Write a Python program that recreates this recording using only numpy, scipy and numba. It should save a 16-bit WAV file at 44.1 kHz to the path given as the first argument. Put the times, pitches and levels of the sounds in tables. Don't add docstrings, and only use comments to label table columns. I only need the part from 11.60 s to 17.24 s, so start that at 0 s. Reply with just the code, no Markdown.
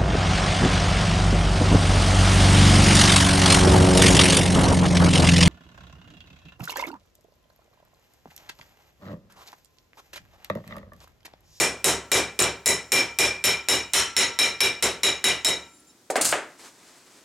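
import sys
import numpy as np
from scipy import signal
from scipy.fft import rfft, irfft, next_fast_len
from scipy.io import wavfile
from scipy.ndimage import minimum_filter1d, map_coordinates
from numba import njit

SR = 44100
rng = np.random.default_rng(int(sys.argv[2]) if len(sys.argv) > 2 else 0)


def digitize_waveform(pressure):
    field = np.atleast_2d(pressure).T
    bounded = np.clip(field, -1, 1)
    quanta = np.round(bounded * 32767).astype(np.int16)
    wavfile.write(sys.argv[1], SR, quanta)


N = 248724

# (time [s], clatter level [dB], bench thud level [dB], treble lift reached at 8 kHz [dB],
# then ring levels of vise body, strip, vise jaw, hammer head [dB])
BLOWS = [(-0.02, -9.5, -15.5, 7, -25, -22.5, -41, -22), (0.2423, -10, -15.5, 7.5, -22.5, -36, -26, -23),
         (0.516, -10, -15, 4, -23.5, -22, -21, -23), (0.79, -14, -16.5, 0.5, -25, -26, -25, -26.5),
         (1.0584, -13, -19.5, 10, -24, -25, -23, -17), (1.3189, -10.5, -17, 1.5, -17, -12, -24, -19.5),
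         (1.5867, -10.5, -18, 2.5, -25, -16.5, -22.5, -22),
         (1.8391, -13, -21, -.5, -19.5, -16.5, -24.5, -18.5), (2.085, -13, -19.5, 3, -23, -21.5, -14, -17),
         (2.3341, -8.5, -23, 3, -11.5, -38, -28, -21), (2.5649, -12, -22.5, -1, -17, -28, -16.5, -16),
         (2.788, -13.5, -21.5, 1.5, -20.5, -18, -16.5, -20), (3.0043, -14, -22, 0, -27, -19, -17, -37),
         (3.2245, -17, -21.5, 1.5, -27.5, -31.5, -25, -28),
         (3.4321, -16, -23, -1.5, -25.5, -25, -15.5, -23.5),
         (3.6405, -14, -22, -1, -23.5, -23, -19.5, -19.5), (3.8465, -17, -22, 5, -25.5, -27, -19, -21.5)]
# (frequency [Hz]), (level over its part's ring [dB]),
# (t60 [s]), (part that carries it: 0 vise body, 1 strip, 2 vise jaw, 3 hammer head)
STEEL_HZ = [937, 1347, 1960, 2012, 2165, 2337, 2372, 2420, 2871, 3061, 3826, 3876, 3945, 4118, 5386, 5420,
            5696, 5750, 6700, 7176, 7241, 7380, 8625, 9010, 9776, 11080, 12230]
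STEEL_DB = [-17, -24, -10, -11, -12, -7, -3.5, -14.5, -13.5, -9, -4.5, -3.5, -8.5, -12.5, -2.5, -2.7, -15.5,
            -16, -8.5, -3, -31, -5, -16, -5.5, -6, -10, -13.5]
STEEL_T60 = [0.536, 1.4, 0.354, 0.32, 0.342, 0.356, 0.418, 0.163, 0.357, 0.348, 0.302, 0.248, 0.21, 0.325,
             0.288, 0.302, 0.394, 0.34, 0.303, 0.193, 1.14, 0.121, 0.156, 0.2, 0.201, 0.145, 0.19]
STEEL_PART = [0, 0, 3, 3, 3, 1, 1, 2, 2, 0, 2, 2, 3, 0, 3, 1, 0, 0, 3, 3, 3, 3, 3, 0, 3, 2, 1]
# (frequency [Hz], level over the thud [dB], t60 [s])
BENCH_MODES = [(250, -21, .28), (385, -6, .33), (475, -14, .3), (594, -17, .28), (745, -16, .28)]
# (frequency [Hz], level over the boom [dB], t60 [s])
FLOOR_MODES = [(69.9, -1, 0.62), (110.8, 0, 0.46), (167.5, 0.5, 0.44)]
# (frequency [Hz], level per Hz [dB])
CLATTER_SPECTRUM = [(100, -10), (300, -10.5), (700, -7.5), (1500, 0.5), (2300, 3.5), (3300, 2), (3900, 1),
                    (4800, -5), (5400, 4), (6200, -2), (7300, 0), (10000, -3.5), (13000, -9.5),
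                    (16000, -25.5)]
# (frequency [Hz], level per Hz [dB])
THUD_SPECTRUM = [(50, -72), (110, -18.5), (250, -5), (400, 2), (700, -2.5), (1100, -7), (2000, -12),
                 (6000, -82)]
# (frequency [Hz], level per Hz [dB])
STRIKE_SPECTRUM = [(1000, -51), (4000, -48), (7500, 20), (11500, 5), (14500, 1), (16500, -35)]
# (time [s], level [dB], frequency [Hz])
SLAPS = [(0.26, -4.5, 8650), (0.534, 2.5, 7200), (0.8044, 5.5, 9060), (0.832, -6, 7900), (1.078, 7, 7100),
         (1.34, -6.5, 7150), (1.856, -6, 12100), (2.102, -17, 10000), (2.5903, -5, 7400), (3.242, -8, 7000),
         (3.4589, -12, 7000), (3.6716, -10.5, 6770), (3.8692, -3.5, 7660)]
# (time [s], level [dB], offcut tick over it [dB], handle over it [dB])
KNOCKS = [(4.5, -17, -25.5, -24), (4.556, -11, -26, -13.5), (4.725, -13, -44, -10.5)]
# (frequency [Hz], level over the knock [dB], t60 [s])
BOARD_MODES = [(370, -23, 0.077), (614, 4.5, 0.027), (760, -1, 0.042), (895, -17, 0.049)]
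# (frequency [Hz], level per Hz [dB])
PLANK_SPECTRUM = [(120, -38), (280, 0.5), (600, 6.5), (900, 0.5), (1400, -18), (3000, -48), (8000, -78)]
# (frequency [Hz], level per Hz [dB])
HANDLE_SPECTRUM = [(600, -18.5), (1150, -2.5), (1700, -1.5), (2200, -3.5), (2800, -8.5), (4500, -18),
                   (9000, -24), (16000, -77)]
# (time [s], level [dB], t60 of the crack [s])
JINGLE = [(4.61, -21.5, 0.062), (4.644, -27.5, 0.066), (4.65, -19, 0.033), (4.688, -27.5, 0.027),
          (4.711, -33.5, 0.073)]
# (frequency [Hz], level per Hz [dB])
OFFCUT_SPECTRUM = [(1470, -11), (2500, -13), (3660, -12.5), (4240, -7), (5690, -8.5), (7250, -1.5),
                   (9580, -2.5), (10300, -9.5), (16000, -23)]
# (time [s], level [dB])
SWING_LEVEL = [(4.0, -90), (4.12, -57), (4.2, -60), (4.26, -73), (4.3, -50.5), (4.32, -60), (4.35, -88)]
# (frequency [Hz], relative level [dB])
HEAD_TONES = [(3830, -6), (5390, -2), (6490, -3), (7241, 8), (8640, -3), (9780, 1.5), (10800, -7)]
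# (time [s], level [dB])
SLEEVE_LEVEL = [(4.5, -72), (4.9, -58), (4.97, -62), (4.99, -50.5), (5.06, -45.5), (5.13, -59), (5.27, -54),
                (5.45, -56.5), (5.57, -54.5), (5.64, -58)]
# (frequency [Hz], level per Hz [dB])
CLOTH_SPECTRUM = [(88, -51), (150, -36), (286, -1.5), (494, -7), (578, -6.5), (1660, -8), (2140, -8.5),
                  (2600, -11), (7920, -10), (16000, -32)]
# (frequency [Hz], level per Hz [dB])
AIR_SPECTRUM = [(18, -30), (40, -10), (100, -9), (180, -4), (330, 0), (420, -8), (2750, -17), (7300, -15),
                (10000, -20), (13000, -24), (16000, -29)]
# (frequency [Hz], t60 [s])
SHOP_T60 = [(60, 0.55), (300, 0.35), (1500, 0.39), (4000, 0.32), (8000, 0.28), (14000, 0.16)]
# (frequency [Hz], side over mid [dB])
WIDTH = [(60, -72), (150, -43), (380, -26.5), (950, -10.5), (2380, -13), (5980, -9.5), (15000, -28)]
# (frequency [Hz], left up and right down [dB])
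LEAN = [(200, 0), (1000, .25), (4000, .5), (10000, .35)]

THUD_MEAN_DB, BOOM_DB = -19.5, -39
BOOM_GROWS = 1.04
STRIKE_DB = -1.5
REBOUND_S, REBOUND_LOSS_DB, REBOUND_HZ = .012, 9.5, 7630
AIR_DB = -59.5
ONSET_DELAY_S = .001
LEAD = SR // 10
TOP_HZ = 16300


def hammer():
    out, t = np.zeros((2, N + LEAD)), np.arange(SR // 2) / SR
    fade = np.clip((t[-1] - t) / 0.014, 0, 1)
    swell = 1 - np.exp(-t / 0.0073)
    for s, clatter_db, thud_db, treble_db, *part_db in BLOWS:
        mode_db = np.take(part_db, STEEL_PART) + rng.normal(0, 2, len(STEEL_PART))
        steel_modes = np.transpose([STEEL_HZ, STEEL_DB + mode_db, STEEL_T60])
        steel = ring(steel_modes, t, flutter=1.82, turns=37.1)

        boom_db = BOOM_DB + BOOM_GROWS * (thud_db - THUD_MEAN_DB)
        floor = [(hz, db + boom_db, t60) for hz, db, t60 in FLOOR_MODES]
        bench = [(hz, db + thud_db, t60) for hz, db, t60 in BENCH_MODES]
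        wood = swell * ring(floor + bench, t, flutter=0.87, turns=15.1)
        mid, side = steel + wood

        colour = [(hz, db + treble_db * np.clip(np.log2(hz / 4000), 0, 1)) for hz, db in CLATTER_SPECTRUM]
        clatter = amp(clatter_db) * clang(colour, len(t), crack_db=-80.0, crack_s=0.0049, side_db=0.5)
        thud = clang(THUD_SPECTRUM, len(t), crack_db=-10, crack_s=0.046, side_db=-4)
        thud = amp(thud_db) * swell * thud
        strike_db = clatter_db + treble_db + STRIKE_DB - 60 * t / 0.013
        strike = amp(strike_db) * noise(STRIKE_SPECTRUM, len(t))
        add(out, s, fade * (wide(mid, amp(3) * side) + clatter + thud + strike))
    return out[:, LEAD:]


def rattle():
    direct, t = np.zeros(N + SR), np.arange(SR // 40) / SR
    chance = rng.standard_normal((len(SLAPS), 2, 3))
    rebounds = []
    for (s, db, _), rows in zip(SLAPS, chance):
        for count, (late, louder, higher) in enumerate(rows, start=1):
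            rebound_s = s + REBOUND_S * (count + 0.25 * late)
            rebound_db = db - REBOUND_LOSS_DB * count + 3 * louder
            rebounds.append((rebound_s, rebound_db, REBOUND_HZ * np.exp(0.064 * higher)))
    for s, db, hz in SLAPS + rebounds:
        tone = amp(-60 * t / 0.015) * np.sin(2 * np.pi * hz * t)
        click = .5 * amp(-60 * t / 0.001) * noise(OFFCUT_SPECTRUM, len(t))
        direct[round(s * SR):][:len(t)] += amp(db) * (tone + click)
    return shop(direct[:N], wet_db=-25.5, side_db=-7)


def laid_down():
    out, t = np.zeros((2, N + LEAD)), np.arange(SR // 2) / SR
    for s, db, tick_db, handle_db in KNOCKS:
        board = ring(BOARD_MODES, t, flutter=.3, turns=5.5)[0] * np.minimum(t / 0.0026, 1)
        plank = clang(PLANK_SPECTRUM, len(t), crack_db=-19, crack_s=0.031, side_db=-1)
        board = board + amp(-11.5) * plank
        handle = clang(HANDLE_SPECTRUM, len(t), crack_db=9.5, crack_s=0.032, side_db=-1.0)
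        tick = clang(OFFCUT_SPECTRUM, len(t), crack_db=19, crack_s=0.067, side_db=12)
        tick = np.minimum(t / 0.0064, 1) * tick
        add(out, s, amp(db) * (board + amp(handle_db) * handle + amp(tick_db) * tick))
    for s, db, t60 in JINGLE:
        rise = np.minimum(t / 0.003, 1)
        add(out, s, amp(db) * rise * clang(OFFCUT_SPECTRUM, len(t), crack_db=5.5, crack_s=t60, side_db=1.0))
    high_pass = signal.butter(2, 130, "high", fs=SR, output="sos")
    return signal.sosfilt(high_pass, out[:, LEAD:])


def swing():
    t = np.arange(N) / SR
    tones = np.zeros(N)
    for hz, db in HEAD_TONES:
        waver_db = 6 * map_coordinates(rng.standard_normal(500), [np.linspace(0, 499, N)], order=1)
        tones += amp(db) * amp(waver_db) * np.sin(2 * np.pi * hz * t)
    return level(SWING_LEVEL + [(4.4, -120)]) * unit(tones)


def quiet():
    air = amp(AIR_DB) * wide(noise(AIR_SPECTRUM, N), amp(7.0) * noise(AIR_SPECTRUM, N))
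    folds = amp(0.89 * map_coordinates(rng.standard_normal(300), [np.linspace(0, 299, N)]))
    cloth = wide(noise(CLOTH_SPECTRUM, N), amp(-1) * noise(CLOTH_SPECTRUM, N))
    return air + level(SLEEVE_LEVEL) * folds * cloth


def ring(modes, t, flutter, turns):
    hz, db, t60 = np.transpose(modes)[:, :, None]
    size = (2, len(hz), 200)
    knots = rng.standard_normal(size) + 1j * rng.standard_normal(size)
    slow = t[::16]
    at = np.minimum(slow * turns / t60, 198)
    whole, mode = at.astype(int), np.arange(len(hz))[:, None]
    part = at - whole
    drift = knots[:, mode, whole] * (1 - part) + knots[:, mode, whole + 1] * part
    depth = np.minimum(slow / 0.002, 1) * np.minimum(0.4 / t60, 1) ** 2
    waver = [[[1]], [[0]]] + drift * [[[flutter]], [[1]]] * depth
    shape = (waver * amp(db - 60 * slow / t60)).repeat(16, axis=2)[..., :len(t)]
    carrier = np.exp(2j * np.pi * (hz * t + rng.random(hz.shape)))
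    return np.einsum("cmt,mt->ct", shape, carrier).imag


def clang(spectrum, size, crack_db, crack_s, side_db):
    mid, side = decayed([noise(spectrum, size), noise(spectrum, size)])[:, :size]
    crack = amp(crack_db - 60 * np.arange(size) / SR / crack_s)
    return wide(mid * (1 + crack), amp(side_db) * side)


def shop(x, wet_db, side_db):
    tail = decayed(rng.standard_normal((2, SR * 2 // 3)))
    tail = tail / np.linalg.norm(tail[0])
    tail = np.pad(tail, ((0, 0), (round(0.00067 * SR), 0)))
    wet = signal.fftconvolve(x[None], tail, axes=1)[:, :len(x)]
    mid, side = wet * amp([[wet_db], [side_db]])
    return wide(x + mid, side)


def decayed(x):
    hz, t, bands = signal.stft(x, SR, nperseg=256)
    fall = amp(-60 * t / along(SHOP_T60, hz)[:, None])
    return signal.istft(bands * fall, SR, nperseg=256)[1]


def wide(mid, side):
    side = filtered(side, lambda hz: amp(along(WIDTH, hz)))
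    return np.array([mid + side, mid - side])


def noise(spectrum, size):
    return unit(filtered(rng.standard_normal(size), lambda hz: amp(along(spectrum, hz))))


def filtered(x, response):
    m = next_fast_len(x.shape[-1] + 4096)
    return irfft(rfft(x, m) * response(np.fft.rfftfreq(m, 1 / SR)), m)[..., :x.shape[-1]]


def add(out, s, x):
    part = out[:, LEAD + round((s + ONSET_DELAY_S) * SR):][:, :x.shape[1]]
    part += x[:, :part.shape[1]]


def level(rows):
    s, db = np.transpose(rows)
    return amp(np.interp(np.arange(N) / SR, s, db, left=-120))


def along(points, hz):
    f, v = np.transpose(points)
    return np.interp(np.log(hz + 1), np.log(f + 1), v)


def amp(db):
    return 10 ** (np.asarray(db) / 20)


def unit(x):
    return x / np.sqrt(np.mean(x ** 2) + 1e-20)


def scene():
    sound = hammer() + rattle() + swing() + laid_down() + quiet()
    return filtered(sound, lambda hz: amp(np.outer([1, -1], along(LEAN, hz))))


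@njit
def follow(over, rise, fall):
    cut, held = np.zeros_like(over), over[0]
    for i in range(len(over)):
        held += (over[i] - held) * (rise if over[i] > held else fall)
        cut[i] = held
    return cut


def record(dry):
    dry = signal.sosfilt(signal.butter(3, 55, "high", fs=SR, output="sos"), dry)
    peak = -minimum_filter1d(-np.abs(dry).max(0), size=45, origin=14)
    over_db = np.maximum(20 * np.log10(peak + 1e-9) + 11, 0)
    cut_db = follow(over_db, 1 / (0.00082 * SR), 1 / (0.0012 * SR))
    held = dry * amp(-cut_db)
    held = held / (1 + np.abs(held / .5) ** 4) ** (1 / 4)
    return filtered(held, lambda hz: hz < TOP_HZ)


dry = scene()
out = record(dry)
digitize_waveform(out)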